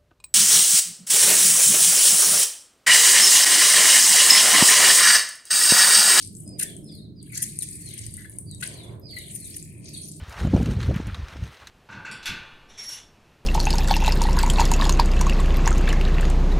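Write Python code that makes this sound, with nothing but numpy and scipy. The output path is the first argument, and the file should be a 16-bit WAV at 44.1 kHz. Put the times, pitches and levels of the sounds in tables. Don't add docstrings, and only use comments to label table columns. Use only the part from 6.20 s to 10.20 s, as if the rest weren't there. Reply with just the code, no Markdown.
import sys
import numpy as np
from scipy import signal
from scipy.fft import rfft, irfft
from scipy.io import wavfile

SR = 44100
rng = np.random.default_rng(int(sys.argv[2]) if len(sys.argv) > 2 else 0)


def file_out(sig):
    cols = np.atleast_2d(sig).T
    lim = np.clip(cols, -1, 1)
    pcm = np.round(lim * 32767).astype(np.int16)
    wavfile.write(sys.argv[1], SR, pcm)


N = 176400


def amp(db):
    return 10 ** (np.asarray(db) / 20)


def unit(x):
    return x / np.sqrt(np.mean(x ** 2) + 1e-20)


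def read(points, hz):
    f, value = np.transpose(points)
    return np.interp(np.log(hz + 1), np.log(f + 1), value)


def level(rows, column=1):
    rows = np.array(rows)
    return amp(np.interp(np.arange(N) / SR, rows[:, 0], rows[:, column]))


def add(mix, s, sound):
    part = mix[max(round(s * SR), 0):][:len(sound)]
    part += sound[:len(part)]


def pan(x, left_db):
    return x * amp([[left_db / 2], [-left_db / 2]])


def drift(speed_hz):
    hz = np.fft.rfftfreq(N, 1 / SR)
    return unit(irfft(rfft(rng.standard_normal(N)) * np.exp(-(hz / speed_hz) ** 2) * (hz > 0), N))


def colour(x, points):
    log_gain = np.log(amp(read(points, abs(np.fft.fftfreq(2048, 1 / SR)))))
    taps = np.fft.ifft(np.exp(np.conj(signal.hilbert(log_gain)))).real
    return signal.oaconvolve(x, taps[:1024])[:len(x)]


def noise(points, alike):
    gain = amp(read(points, np.fft.rfftfreq(N, 1 / SR)))
    left, other = irfft(rfft(rng.standard_normal((2, N))) * gain, N)
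    return unit(np.array([left, alike * left + np.sqrt(1 - alike ** 2) * other]))


def bubble(hz, cycles):
    turns = hz * np.arange(900) / SR
    age = turns / cycles
    return age * np.exp(1 - age) * np.sin(2 * np.pi * turns)


def swarm(per_s, spread_db, low_hz, high_hz, cycles, sizes=28):
    out = np.zeros(N)
    for hz in np.geomspace(low_hz, high_hz, sizes):
        bursts = rng.random(N) < per_s / sizes / SR
        strength = amp(spread_db * np.minimum(rng.exponential(1, N), 4))
        out += signal.oaconvolve(bursts * strength, bubble(hz, cycles) * (hz / high_hz) ** 2.27)[:N]
    return unit(out)


# f/Hz, time to fade by 60 dB/s
ECHO_TIMES = [(300, 0.58), (2000, 0.29), (4000, 0.37), (9000, 0.31), (15000, 0.26)]


def patio(x):
    bounces = rng.standard_normal((2, SR)) * (rng.random((2, SR)) < 0.25)
    bounces[:, :SR // 250] = 0
    hz, t, spectrum = signal.stft(bounces, SR, nperseg=256)
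    fade = amp(-60 * t / read(ECHO_TIMES, hz)[:, None])
    tail = signal.istft(spectrum * fade, SR, nperseg=256)[1]
    return signal.fftconvolve(x[None], tail / np.linalg.norm(tail[0]), axes=1)[:, :N]


def at_hand(x, left_db, near_db, room_db, bounces=14, left_lag_s=0.00032):
    direct = np.array([np.r_[np.zeros(round(left_lag_s * SR)), x][:N], x])
    delays = rng.uniform(0.0002, 0.0053, (2, bounces))
    signs = rng.choice([-1, 1], (2, bounces))
    near, share = np.zeros((2, N)), amp(near_db)
    for side in range(2):
        for s, sign in zip(delays[side], signs[side]):
            add(near[side], s, sign * x / np.sqrt(bounces))
    close = (direct + share * near) / np.sqrt(1 + share ** 2)
    return pan(close, left_db) + amp(room_db) * patio(x)


# f/Hz, level/dB
DEEP_COLOUR = [(20, -37), (35, -62.5), (50, -1), (70, -1), (90, 1), (120, 10.5), (145, -9.5), (220, -12),
               (500, -68)]
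DRONE_COLOUR = [(90, -17.5), (130, -10), (150, 3.5), (185, 1), (215, -9), (255, -9), (295, -4.5),
                (380, -11.5), (500, -27.5), (680, -85), (850, -70), (1300, -49), (3000, -61)]
# t/s, deep level/dB, drone level/dB
RUMBLE_LOUDNESS = [(0.0, -55, -53), (0.04, -46, -47), (0.27, -48.5, -42), (1.78, -45.5, -46.5),
                   (1.82, -37.5, -47.5), (2.16, -44.5, -50), (2.32, -40.5, -43.5), (2.47, -44, -51.5),
                   (2.74, -44, -47.5), (2.77, -43.5, -49), (3.85, -47.5, -46), (4.0, -68, -46)]
# f/Hz, level/dB
HUM_TONES = [(91, -55.5), (117, -59), (148, -53.5), (211, -55.5), (292, -62)]


def rumble(waver_hz=2.31, swell_db=3.5):
    deep = amp(-1.5) * level(RUMBLE_LOUDNESS, column=1) * noise(DEEP_COLOUR, alike=0.77)
    drone = amp(-1) * level(RUMBLE_LOUDNESS, column=2) * noise(DRONE_COLOUR, alike=0.78)
    hum = np.zeros(N)
    for hz, db in HUM_TONES:
        swell = amp(swell_db * drift(8.2))
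        phase = 2 * np.pi * np.cumsum(hz + waver_hz * drift(3.68)) / SR
        hum += amp(db) * unit(swell * np.sin(phase))
    return pan(deep, left_db=-2.5) + pan(drone + hum, left_db=-1)


# f/Hz, level/dB
BODY_COLOUR = [(150, -14), (350, 12), (480, 4.5), (640, 5), (780, -8), (950, -44.5), (3000, -67.5)]
TOP_COLOUR = [(500, -30), (800, 6.5), (1000, 16), (1250, 2.5), (1600, 1), (2400, -8), (5000, -61.5)]
# t/s, body level/dB, top level/dB
WASH_LOUDNESS = [(0.0, -69, -90), (0.17, -70.5, -94), (0.3, -50.5, -78.5), (.73, -57, -87.5),
                 (1.02, -70, -88), (1.59, -71, -84.5), (1.68, -60.5, -84), (1.97, -69, -86),
                 (2.17, -59, -76), (2.36, -66.5, -84.5), (2.47, -51, -65.5), (2.62, -49.5, -66.5),
                 (2.74, -48.5, -58.5), (2.93, -55, -84), (3.51, -67.5, -88), (3.62, -57.5, -78.5),
                 (4.0, -62.5, -92)]


def wash():
    body = level(WASH_LOUDNESS, column=1) * noise(BODY_COLOUR, alike=0.44)
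    top = amp(3) * level(WASH_LOUDNESS, column=2) * noise(TOP_COLOUR, alike=0.13)
    return pan(body + top, left_db=-3)


def air():
    return amp(-88) * noise([(500, 44), (2000, -18), (9000, -6), (15000, 52)], alike=0.2)


# start t/s, length/s, first f/Hz, last f/Hz, level/dB,
# lateness of the fall (bigger is later), gain before the echo is added/dB, roughness (0 to 1)
BIRD_CHIRPS = [(0.253, 0.13, 5050, 4730, -53, 2.16, 4.5, 0.26),
               (0.438, 0.081, 3780, 3135, -43.5, 0.64, -15, 0.74),
               (.62, .185, 5440, 3620, -47, 1.4, -6.5, 0.51),
               (0.664, 0.045, 4560, 3020, -49.5, 1.1, -7, 0.65),
               (0.806, 0.067, 4420, 3330, -54, 2, -3, 0.73),
               (0.954, 0.063, 4895, 2970, -50.5, 3.4, -7, 0.43),
               (1.387, 0.046, 4750, 3130, -45, 1.4, -3, 0.58),
               (1.606, .12, 4480, 3280, -46.5, 2.4, -5, 0.37),
               (2.256, 0.065, 4700, 4440, -48, 1.08, -6, 0.77),
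               (2.298, 0.049, 4250, 3730, -45, 0.65, -3, 0.4),
               (2.483, .17, 5090, 3373, -46, 0.8, -10, 0.76), (2.812, .21, 5033, 3477, -40, 1.6, -6, 0.57),
               (2.855, 0.058, 4630, 3100, -44.5, 1.86, -10, .8),
               (3.185, 0.087, 4405, 3320, -50.5, 2.3, -2.5, 0.64),
               (3.627, 0.15, 4970, 3900, -40.5, 2.2, -15, 0.96),
               (3.717, 0.057, 4430, 3085, -42, 0.99, -10, 0.8)]


def birds(echo_db=-2, undertone_db=-26, bounces=6):
    near, calls = np.zeros((2, N)), np.zeros(N)
    waver = 0.014 * drift(60) + 0.02 * drift(500)
    flutter_db = 6 * drift(70)
    for s, length, first_hz, last_hz, db, late, direct_db, rough in BIRD_CHIRPS:
        progress = np.arange(0, length, 1 / SR) / length
        now = round(s * SR) + np.arange(len(progress))
        hz = first_hz + (last_hz - first_hz) * progress ** late
        phase = 2 * np.pi * np.cumsum(hz * (1 + rough * waver[now])) / SR
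        swell = progress ** 0.3 * np.sqrt(np.sin(np.pi * progress))
        flutter = unit(amp(rough * flutter_db[now]))
        call = amp(db) * swell * flutter * (np.sin(phase) + amp(undertone_db) * np.sin(phase / 2))
        add(calls, s, call)
        for side in near:
            add(side, s, amp(direct_db) * call)
            for delay in rng.uniform(0.0039, 0.014, bounces):
                add(side, s + delay, 0.36 * amp(direct_db) * call)
    return pan(near + amp(echo_db) * patio(calls), left_db=-1.5)


# start t/s, end t/s, level/dB, first f/Hz, last f/Hz
JUICE_RUNS = [(1.105, 1.935, -62.5, 2280, 1980), (2.96, 3.897, -64, 1950, 2680)]


def trickle(width_hz=430, fade_s=0.15):
    t, out = np.arange(N) / SR, np.zeros(N)
    patter = swarm(per_s=420, spread_db=1, low_hz=1767, high_hz=2630, cycles=2)
    decay = np.exp(-np.pi * width_hz / SR)
    for start, end, db, first_hz, last_hz in JUICE_RUNS:
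        hz = np.interp(t, [start, end], [first_hz, last_hz])
        turn = np.exp(2j * np.pi * np.cumsum(hz) / SR)
        ring = (turn * signal.lfilter([1 - decay], [1, -decay], patter / turn)).real
        fade = np.clip(np.minimum(t - start, end - t) / fade_s, 0, 1)
        out += amp(db) * fade * unit(ring)
    return at_hand(out, left_db=10.5, near_db=-3.5, room_db=-6.5)


# start t/s, length/s, first f/Hz, last f/Hz, level/dB
RIND_SQUEAKS = [(3.763, .028, 9300, 8730, -41.5), (3.811, 0.0084, 9000, 10100, -34.5),
                (3.825, .028, 9660, 8700, -37.5), (3.881, 0.012, 11430, 9950, -36)]


def squeaks():
    out = np.zeros(N)
    wobble, flutter = 1 + 0.031 * drift(250), amp(3 * drift(200))
    for s, length, first_hz, last_hz, db in RIND_SQUEAKS:
        progress = np.arange(0, length, 1 / SR) / length
        now = round(s * SR) + np.arange(len(progress))
        hz = (first_hz + (last_hz - first_hz) * progress) * wobble[now]
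        shape = np.sqrt(np.sin(np.pi * progress)) * flutter[now]
        add(out, s, amp(db) * shape * np.sin(2 * np.pi * np.cumsum(hz) / SR))
    return at_hand(out, left_db=0, near_db=7, room_db=-7.5)


# start t/s, length/s, level/dB, f/Hz, bubbles per second, splash/dB
FIST_GURGLES = [(0.393, 0.029, -36.5, 1870, 510, 15), (0.419, 0.0087, -32, 1710, 526, -4.5),
                (0.715, 0.0076, -61.5, 2300, 300, -22), (1.096, 0.0092, -46.5, 2300, 530, -21.5),
                (1.121, 0.026, -41, 2205, 314, -18), (1.154, 0.077, -45, 1890, 466, -5.5),
                (1.971, 0.053, -46.5, 1847, 173, -39), (2.041, 0.019, -43.5, 1833, 170, -15),
                (2.423, .014, -29, 1634, 700, 2.5), (2.402, .01, -52, 2420, 400, -8),
                (2.926, 0.016, -50, 2100, 300, -11), (2.963, 0.011, -34, 2080, 540, -30)]
# f/Hz, level/dB
SPLASH_COLOUR = [(700, -30), (1200, -32.5), (1600, -2.5), (2700, 1), (3200, -7.5), (4300, -3.5),
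                 (5500, -14), (9000, -19), (15000, -58)]


def gurgles(gain_db=-3, jitter=0.35, scatter=0.11, overtone_db=-17):
    out, t = np.zeros(N), np.arange(SR // 8) / SR
    for s, length, db, hz, per_s, splash_db in FIST_GURGLES:
        train = np.zeros(len(t))
        for k, (late, size, pitch) in enumerate(rng.uniform(-1, 1, (48, 3))):
            at = (k + jitter * (1 + late)) / per_s
            f = hz * (1 + scatter * pitch)
            if at < length:
                ring = bubble(f, cycles=2.76) + amp(overtone_db) * bubble(f * 2, cycles=13)
                add(train, at, amp(1.3 * size) * ring)
        splash = colour(rng.standard_normal(len(t)) * (t < length), SPLASH_COLOUR)
        sound = unit(unit(train) + amp(splash_db) * unit(splash)) * np.sqrt(length / t[-1])
        add(out, s, amp(db + gain_db) * sound)
    return at_hand(out, left_db=8, near_db=17, room_db=-6)


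# t/s, level/dB, f/Hz
BUBBLE_POPS = [(0.048, -27.5, 8400), (0.074, -26, 8340), (0.151, -28.5, 7800), (.168, -29, 8050),
               (0.277, -31, 8320), (.2911, -33.5, 8800), (0.5656, -30.5, 8650), (.6438, -38.5, 9700),
               (.7508, -41, 8950), (1.028, -33.5, 8540), (1.1243, -31.5, 10700), (1.3886, -13, 8700),
               (1.4223, -17, 8800), (1.4882, -24, 8300), (1.689, -31, 9800), (1.7386, -32.5, 9200),
               (1.779, -25.5, 9300), (1.7911, -23, 8430), (1.8127, -30, 7900), (1.865, -22, 8650),
               (1.9395, -22.5, 8800), (1.9681, -24.5, 8750), (2.0967, -30.5, 10100), (2.1857, -18.5, 9050),
               (2.3125, -28, 8170), (2.347, -28, 8040), (2.4748, -23, 9270), (2.7973, -39.5, 12500),
               (2.91, -40, 11400), (2.9861, -26.5, 10650), (3.1516, -23, 9160), (3.244, -28, 8400),
               (3.3652, -36, 9800), (3.382, -29, 8900), (3.4264, -26, 7680), (3.8767, -33, 9700),
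               (3.9158, -28.5, 7700)]


def pops(gain_db=1.5, snap_db=-9, sputter_db=-6, sputter_s=0.0027, scatter=0.2, neighbours=5):
    out = np.zeros(N)
    for s, db, hz in BUBBLE_POPS:
        snap = amp(snap_db) * bubble(hz * 0.89, cycles=0.1)
        add(out, s, amp(db + gain_db) * (bubble(hz, cycles=3) + snap))
        for late, pitch in rng.random((neighbours, 2)):
            neighbour = bubble(hz * (1 + scatter * (2 * pitch - 1)), cycles=0.75)
            add(out, s + late * sputter_s, amp(db + gain_db + sputter_db) * (1 - late / 2) * neighbour)
    out = colour(out, [(1000, -17), (3500, -17), (6500, -4), (11000, 1.5), (15000, -7)])
    return at_hand(out, left_db=7, near_db=-6.5, room_db=-6.5)


# peak t/s, rise/s, fall/s, level/dB, f/Hz
JUICE_SPURTS = [(0.3968, 0.0034, 0.0021, -12, 8900), (.412, 0.0032, 0.0068, -18.5, 9400),
                (0.425, 0.0026, 0.0026, -19, 9900), (0.4305, 0.0054, 0.0042, -13, 8430),
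                (0.751, .002, 0.0034, -46, 12800), (1.156, 0.012, 0.0063, -28.5, 7200),
                (1.177, 0.0026, 0.0008, -12.5, 7430), (1.224, 0.0022, 0.0044, -11, 9730),
                (1.238, 0.0036, 0.0014, -17.5, 7200), (1.429, 0.0058, 0.0053, -20, 8800),
                (2.412, 0.0044, 0.0011, -26.5, 8100), (2.428, 0.0024, 0.0038, -23.5, 8400),
                (2.438, 0.0034, 0.0012, -22.5, 9000), (3.158, 0.014, 0.01, -26.5, 9600),
                (3.344, 0.0033, 0.0044, -32.5, 5050), (3.365, 0.00047, 0.0024, -19, 9300),
                (1.39, 0.0021, 0.0022, -29, 9100), (1.438, 0.0017, .004, -29.5, 6600),
                (1.739, 0.0011, 0.0046, -32.5, 11300), (1.786, 0.0068, 0.0044, -36, 5560),
                (1.865, 0.0025, 0.0044, -37.5, 4900)]
# f/Hz, level/dB
SPURT_COLOUR = [(700, -55), (1300, -80), (1800, 9), (4000, -11.5), (5200, -3), (6500, -3), (9000, -2.5),
                (11000, -1), (13000, -3), (15500, -10.5)]


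def spurts(gain_db=-5.5, clicks_per_s=7000, width_hz=1500, spray_db=-33.5, spread_db=3):
    out, t = np.zeros(N), np.arange(-SR // 25, SR // 15) / SR
    for s, rise, fall, db, hz in JUICE_SPURTS:
        clicks = rng.standard_normal(len(t)) * (rng.random(len(t)) < clicks_per_s / SR)
        clicks *= amp(spread_db * rng.random(len(t)))
        ring = signal.lfilter(*signal.iirpeak(hz, hz / width_hz, SR), clicks)
        shape = np.exp(-np.maximum(-t / rise, t / fall))
        jet = colour(unit(ring) + amp(spray_db) * unit(clicks), SPURT_COLOUR) * shape
        add(out, s + t[0], amp(db + gain_db) * jet * np.linalg.norm(shape) / np.linalg.norm(jet))
    return at_hand(out, left_db=4.5, near_db=5.5, room_db=-11)


# t/s, fizz level/dB, squish level/dB
PULP_LOUDNESS = [(0.0, -43, -49), (0.09, -63.5, -99), (0.23, -49.5, -80), (0.31, -88, -93),
                 (0.43, -60, -60.5), (0.51, -53.5, -60.5), (0.62, -64, -91), (0.68, -66, -101),
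                 (0.77, -58.5, -105), (0.88, -112, -118.5), (1.07, -56.5, -65.5), (1.2, -41.5, -97),
                 (1.27, -44, -57), (1.32, -51, -75), (1.49, -48.5, -101), (1.77, -49.5, -52),
                 (1.9, -51.5, -65), (2.03, -54.5, -73.5), (2.16, -58, -73.5), (2.24, -64.5, -101),
                 (2.39, -54, -77), (2.45, -44.5, -55), (2.54, -57.5, -62.5), (2.58, -58, -58.5),
                 (2.71, -65.5, -69), (2.84, -83.5, -104), (2.9, -58.5, -81), (2.97, -50, -60.5),
                 (3.05, -53, -56.5), (3.1, -52, -58.5), (3.16, -50, -93), (3.3, -47, -70), (3.45, -58, -89),
                 (3.61, -64.5, -83), (3.71, -52.5, -75), (3.83, -52.5, -71), (3.89, -57, -81),
                 (4.0, -59, -95)]
# t/s, level/dB
RASP_LOUDNESS = [(0, -43.5), (.05, -57), (.12, -95.5), (1.08, -90.5), (1.15, -45), (1.37, -58.5),
                 (1.45, -52), (1.53, -59), (1.72, -54.5), (1.86, -54.5), (1.96, -59), (2.1, -71),
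                 (2.4, -98), (2.46, -53), (2.66, -70.5), (2.77, -90), (2.92, -87), (2.98, -64),
                 (3.1, -65.5), (3.3, -55.5), (3.4, -56.5), (3.58, -86), (3.66, -50), (3.78, -61.5),
                 (3.86, -53.5), (4, -63)]
# f/Hz, level/dB
FIZZ_COLOUR = [(1500, -60), (3000, -24), (4500, -24), (5900, -15), (7200, -4.5), (8000, 2.5), (9100, 6),
               (10500, -4.5), (12500, -11.5), (14600, -20), (15500, -22.5)]
SQUISH_COLOUR = [(600, -17), (1300, -28.5), (1700, -4.5), (2150, 5), (2600, -7), (3000, -1.5), (4000, -6.5),
                 (6000, -17.5), (12000, -96)]
RASP_COLOUR = [(1500, -34), (2400, -7), (3000, -8), (3800, -1), (4700, 4.5), (5400, -1.5), (7000, 7.5),
               (9000, -12), (14000, -33)]


def pulp(fizz_db=3.5, squish_db=5, droplet_db=-7):
    clumps = amp(2 * drift(30))
    fizz = swarm(per_s=1600, spread_db=5.5, low_hz=3130, high_hz=14040, cycles=0.9)
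    droplets = swarm(per_s=320, spread_db=4, low_hz=3660, high_hz=12680, cycles=1.2)
    squish = swarm(per_s=810, spread_db=3.5, low_hz=1223, high_hz=4640, cycles=2.44)
    rasp = swarm(per_s=1700, spread_db=6, low_hz=1980, high_hz=6020, cycles=0.95)
    fine = unit(colour(fizz, FIZZ_COLOUR)) + amp(droplet_db) * unit(colour(droplets, FIZZ_COLOUR))
    fine *= amp(fizz_db) * level(PULP_LOUDNESS, column=1)
    coarse = amp(squish_db) * unit(colour(squish, SQUISH_COLOUR)) * level(PULP_LOUDNESS, column=2)
    pressed = unit(colour(rasp, RASP_COLOUR)) * level(RASP_LOUDNESS)
    return (at_hand(fine * clumps, left_db=4.5, near_db=5.5, room_db=-4)
            + at_hand(coarse * clumps, left_db=6.5, near_db=14.5, room_db=-2.5)
            + at_hand(pressed * clumps, left_db=1, near_db=3, room_db=-3))


def scene():
    background = rumble() + wash() + air()
    lemon = pulp() + trickle() + spurts() + pops() + squeaks() + gurgles()
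    return background + lemon + birds()


def record(dry):
    low_pass = signal.firwin(511, 15900, window=("kaiser", 9), fs=SR)
    return signal.oaconvolve(dry, low_pass[None], "same")


dry = scene()
out = record(dry)
file_out(out)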